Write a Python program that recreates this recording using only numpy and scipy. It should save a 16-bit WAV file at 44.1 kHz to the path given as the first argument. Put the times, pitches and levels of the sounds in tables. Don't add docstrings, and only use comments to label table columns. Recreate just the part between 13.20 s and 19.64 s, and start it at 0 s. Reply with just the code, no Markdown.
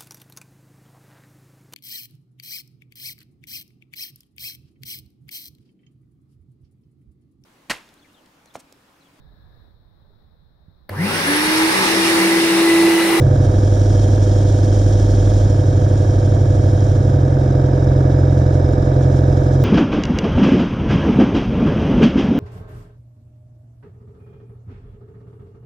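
import sys
import numpy as np
from scipy import signal
from scipy.fft import rfft, irfft
from scipy.io import wavfile
from scipy.ndimage import uniform_filter1d, minimum_filter1d

SR = 44100
rng = np.random.default_rng(int(sys.argv[2]) if len(sys.argv) > 2 else 0)


def generate_wav(sig):
    pcm = np.round(np.clip(np.atleast_2d(sig).T, -1, 1) * 32767).astype(np.int16)
    wavfile.write(sys.argv[1], SR, pcm)


N = 284004
STROKE_AT_TURN = .56


def from_db(db):
    return 10 ** (np.asarray(db) / 20)


def in_time(rows):
    time_s, value = np.transpose(rows)
    return np.interp(np.arange(N) / SR, time_s, value)


def at_hz(points, hz):
    point_hz, value = np.transpose(points)
    return np.interp(np.log(hz + 1e-3), np.log(point_hz), value)


def drift(rate_hz, step=64):
    count = N // step + 2
    hz = np.fft.rfftfreq(count, step / SR)
    spectrum = rfft(rng.standard_normal(count)) / (1 + (hz / rate_hz) ** 2)
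    slow = irfft(spectrum, count)
    return np.interp(np.arange(N) / step, np.arange(count), slow / slow.std())


def tone(cycles):
    return np.sqrt(2) * np.cos(2 * np.pi * cycles)


def dying_noise(t60_s, size=8192):
    decay = from_db(-60 * np.arange(size) / SR / t60_s)
    tail = rng.standard_normal((2, size)) * decay
    return tail / np.sqrt(np.sum(tail ** 2, axis=1, keepdims=True))


# (frequency [Hz], left minus right [dB])
PORT_TILT = [(100, -3), (250, -2), (450, -4), (720, -15.5), (950, -4), (1200, -5.5), (1700, -2), (6000, 0),
             (9000, -3), (14000, -2)]
# (frequency [Hz], correlation [-1 to 1])
PORT_LIKENESS = [(50, 0.995), (150, 0.95), (400, 0.8), (700, -0.14), (1150, -0.73), (1900, 0.0063),
                 (3100, 0.77), (5200, 0.48), (8500, -0.031), (14000, 0.53)]


def at_ports(pair, spectrum):
    size = pair.shape[-1]
    hz = np.fft.rfftfreq(size, 1 / SR)
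    mid, side = rfft(pair) * from_db(at_hz(spectrum, hz))
    alike = np.clip(at_hz(PORT_LIKENESS, hz), -1, 1)
    sign = np.array([[1], [-1]])
    both = np.sqrt((1 + alike) / 2) * mid + sign * np.sqrt((1 - alike) / 2) * side
    tilt = from_db(sign * at_hz(PORT_TILT, hz) / 2)
    return irfft(both * tilt, size)


def strikes(turns, mains, share, uneven_db=1.0, torque_db=1.0, jitter_s=.00004):
    at = np.interp(np.arange(int(turns[-1])) + share, turns, np.arange(N))
    chance = rng.standard_normal((len(at), 2))
    at = np.clip(at + jitter_s * SR * chance[:, 0], 0, N - 1).astype(int)
    clicks = np.zeros(N)
    clicks[at] = from_db(uneven_db * chance[:, 1] + torque_db * tone(mains[at]))
    return clicks


# (frequency [Hz], density [dB per Hz])
AIR_SPECTRUM = [(12, -67.5), (28, -51.5), (45, -57), (65, -42), (85, -52.5), (108, -48), (135, -50.5),
                (175, -54.5), (330, -57.5), (580, -59), (760, -67.5), (1050, -71.5), (1650, -74.5),
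                (2600, -89.5), (6000, -105), (14000, -122)]


def cooling_air(turns, pulse_db=-1.0):
    white = rng.standard_normal((2, N)) * np.sqrt(SR / 2)
    pulse = from_db(pulse_db * tone(2 * (turns - STROKE_AT_TURN)))
    return at_ports(white * pulse, AIR_SPECTRUM)


# (frequency [Hz], level [dB])
SIZZLE_SPECTRUM = [(1800, -15.5), (2950, -10.5), (3150, 0), (3550, -7), (4000, -4), (4600, -5.5),
                   (5300, -0.5), (6700, -2), (7400, -5), (8000, -11.5), (9600, -14.5), (11000, -26.5),
                   (12400, -24.5), (14500, -36)]
# (time [s], peak level [dB])
CHAFING_SWELLS = [(.25, -43), (.83, -42), (1.54, -43), (5.185, -48), (5.345, -46.5), (5.835, -46),
                  (5.925, -48), (5.975, -46), (6.175, -48), (6.265, -50), (6.335, -45.5), (6.425, -48)]
SIZZLE_DB, SIZZLE_RISE_DB = -50.5, 13.5
CASING_T60_S = .09


def sizzle(turns, shake, lean, shake_db=1.3, stroke_db=0.74, flutter_db=1.23, scuff_s=0.015):
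    swing_db = shake_db * shake / shake.std() + stroke_db * tone(2 * (turns - .42))
    level = from_db(SIZZLE_DB + SIZZLE_RISE_DB * lean ** 2 + flutter_db * drift(40))
    t = np.arange(N) / SR
    scuffs = np.zeros(N)
    for time_s, peak_db in CHAFING_SWELLS:
        scuffs += from_db(peak_db) * np.exp(-((t - time_s) / scuff_s) ** 2 / 2)
    grains = rng.standard_normal((2, N)) * from_db(swing_db)
    casing = signal.fftconvolve(grains, dying_noise(CASING_T60_S), axes=1)[:, :N]
    out = at_ports(grains + casing, SIZZLE_SPECTRUM)
    return np.hypot(level, scuffs) * out / out.std()


# (frequency [Hz], level [dB])
REED_SPECTRUM = [(3000, -23), (3600, -6), (3800, 3), (3960, -4), (4250, -19.5), (4850, -19), (5000, 4),
                 (5300, -2.5), (5650, -18), (6200, -10), (7000, -24), (9000, -28.5), (12000, -49)]


def reeds(turns, level_db=-53.0, outlet_at=.425, inlet_at=.80, inlet_db=-0.5, fall_db=33.5):
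    outlet = from_db(-fall_db * ((turns - outlet_at) % 1))
    inlet = from_db(inlet_db - fall_db * ((turns - inlet_at) % 1))
    bursts = rng.standard_normal((2, N)) * np.hypot(outlet, inlet)
    out = at_ports(bursts, REED_SPECTRUM)
    return from_db(level_db) * out / out.std()


# (crank position [turns], relative level [dB])
LIGHT_CONTACTS = [(.015, 0), (.125, 2), (.195, -3.5), (.26, 3), (.62, 1), (0.679, -3), (.865, 2),
                  (.975, 0.5)]
# (frequency [Hz], level [dB])
CASE_SPECTRUM = [(700, -20), (900, -13.5), (1060, -9.5), (1230, 7.5), (1380, -10.5), (1520, 2), (1760, 5.5),
                 (1860, -18.5), (2100, -17.5), (2300, -5), (2450, -31.5), (6500, -23.5), (11000, -45.5)]


def clatter(turns, mains, level_db=-44.5, t60_s=0.012, room_t60_s=0.35, room_db=-20.0):
    out = np.zeros((2, N))
    for share, db in LIGHT_CONTACTS:
        ringing = dying_noise(t60_s) + from_db(room_db) * dying_noise(room_t60_s)
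        clicks = strikes(turns, mains, share)
        out += from_db(db) * signal.fftconvolve(clicks[None], ringing, axes=1)[:, :N]
    out = at_ports(out, CASE_SPECTRUM)
    return from_db(level_db) * out / out.std()


# (crank order, multiple of the hum, left level [dB], right level [dB])
MOTOR_SIDEBANDS = [(-2, 1, -42, -41), (-4, 2, -38, -37), (1, 1, -36, -34), (2, 1, -37, -35),
                   (0, 2, -42, -40), (18, 1, -35, -29), (20, 1, -49, -40), (22, 1, -47, -37),
                   (23, 1, -46, -35), (24, 1, -48, -36), (26, 1, -55, -38)]


def motor(turns, mains):
    out = np.zeros((2, N))
    for order, multiple, left_db, right_db in MOTOR_SIDEBANDS:
        wave = tone(order * turns + multiple * mains + rng.random())
        out += from_db([[left_db], [right_db]]) * wave
    return out


# (crank order, level at lean 0 [dB],
# yield to the hum [exponent: 1 = fully, below 0 = grows with it])
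DESK_ORDERS = [(2, -26.5, -0.39), (4, -18, 0.68), (6, -15.5, 1)]
HUM_DB = -12.6


def desk_shake(turns, mains, lean, waver_db=1.33):
    angle = np.pi / 2 * np.clip(lean, .02, .95)
    out = from_db(HUM_DB) * np.sin(angle) * tone(mains + 1 / 4)
    for order, db, yielding in DESK_ORDERS:
        gain = from_db(db + waver_db * drift(1.5)) * np.cos(angle) ** yielding
        out = out + gain * tone(order * (turns - STROKE_AT_TURN))
    return out


# (crank order, left level [dB], right level [dB])
THROB_ORDERS = [(1, -46, -45), (3, -36, -35), (5, -33, -32), (7, -41, -41), (8, -43, -42), (9, -39, -38),
                (10, -45, -44), (11, -36, -35), (12, -37, -36), (13, -33, -31), (14, -31, -29),
                (15, -36, -34), (16, -35, -32), (17, -42, -38), (18, -38, -34), (19, -44, -40),
                (20, -53, -48), (21, -49, -44), (22, -55, -49), (23, -39, -33), (24, -49, -40),
                (25, -47, -37), (26, -49, -40), (27, -65, -55), (28, -51, -38), (29, -67, -54),
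                (30, -60, -46), (31, -66, -43), (32, -55, -38), (33, -57, -45), (34, -61, -46),
                (35, -56, -42), (36, -58, -48), (37, -66, -51), (39, -62, -55), (40, -61, -53),
                (41, -57, -49), (42, -58, -52), (43, -58, -53), (45, -59, -50)]


def piston(turns, waver_db=.5, tank_order=14.5, tank_width=4.2, tank_lag=0.28, wing_lag=0.55,
           compact_order=22., scatter=.15):
    out, load = np.zeros((2, N)), drift(0.98)
    for order, left_db, right_db in THROB_ORDERS:
        lag = tank_lag + wing_lag * min(abs(order - tank_order) / tank_width, 1) ** 6
        lag += scatter * (order / compact_order) ** 6 * rng.standard_normal()
        waver = from_db(waver_db * (load + drift(3.0)) / 2)
        wave = tone(order * (turns - STROKE_AT_TURN) - lag) * waver
        out += from_db([[left_db], [right_db]]) * wave
    return out


# (frequency [Hz], relative level [dB], t60 [s], left minus right [dB])
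HEAD_MODES = [(1198, -36, 0.018, -12), (1381, -33, 0.011, -9.5), (1516, -31, 0.017, 6),
              (1672, -30.5, 0.025, -6.5), (1695, -32, 0.037, 2.5)]
KNOCK_AT_TURN, REBOUND_AT_TURN = .405, .487


def knock(turns, mains, level_db=2.0, rebound_db=-11.0, contact_hz=1790.0):
    clicks = strikes(turns, mains, KNOCK_AT_TURN, uneven_db=0.5, torque_db=-0.3)
    clicks = clicks + from_db(rebound_db) * strikes(turns, mains, REBOUND_AT_TURN, jitter_s=.0001)
    contact = signal.butter(8, contact_hz, fs=SR, output="sos")
    clicks = signal.sosfilt(contact, clicks + 1e-18)
    out = np.zeros((2, N))
    for k, (hz, db, t60_s, pan_db) in enumerate(HEAD_MODES):
        r = np.exp(-np.log(1000) / (t60_s * SR))
        w = 2 * np.pi * hz / SR
        ring = signal.lfilter([.5, 0, -.5], [1, -2 * r * np.cos(w), r * r], clicks)
        gain = from_db(db + np.array([[pan_db], [-pan_db]]) / 2)
        out += (-1) ** k * gain * ring
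    return from_db(level_db) * out


# (time [s], speed [turns per s])
CRANK_SPEED = [(0, 21.932), (2.4, 21.929), (3.6, 21.946), (4.4, 21.963), (6.44, 21.964)]
# (time [s], level [dB])
PUMP_EFFORT = [(0, 1.5), (.6, -1), (3.7, -1), (4.4, 1), (6.44, 1.6)]
# (time [s], lean [0 = crank's throb, 1 = motor's hum])
SHAKE_LEAN = [(0, 0.41), (.45, 0.81), (2.2, 0.85), (2.4, 0.64), (3.75, 0.62), (4.15, 0.15), (6.44, 0.11)]
HUM_HZ = 100


def scene(motor_share=0.59, air_share=0.28):
    turns = np.cumsum(in_time(CRANK_SPEED)) / SR
    mains = HUM_HZ * np.arange(N) / SR
    effort_db = in_time(PUMP_EFFORT)
    lean = in_time(SHAKE_LEAN)
    shake = desk_shake(turns, mains, lean)
    hum = shake * from_db([[-.4], [.4]])
    hum = hum + from_db(motor_share * effort_db) * motor(turns, mains)
    pump = piston(turns) + knock(turns, mains) + clatter(turns, mains) + reeds(turns)
    pump = from_db(effort_db) * pump
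    air = from_db(air_share * effort_db) * cooling_air(turns)
    return hum + pump + air + sizzle(turns, shake, lean)


CUTOFF_HZ = 14300


def record(dry, size=601):
    allowed = np.minimum(1, .76 / (np.abs(dry).max(axis=0) + 1e-9))
    gain = uniform_filter1d(minimum_filter1d(allowed, size), size)
    low_pass = signal.ellip(10, .1, 90, CUTOFF_HZ, fs=SR, output="sos")
    return signal.sosfilt(low_pass, gain * dry)


dry = scene()
out = record(dry)
generate_wav(out)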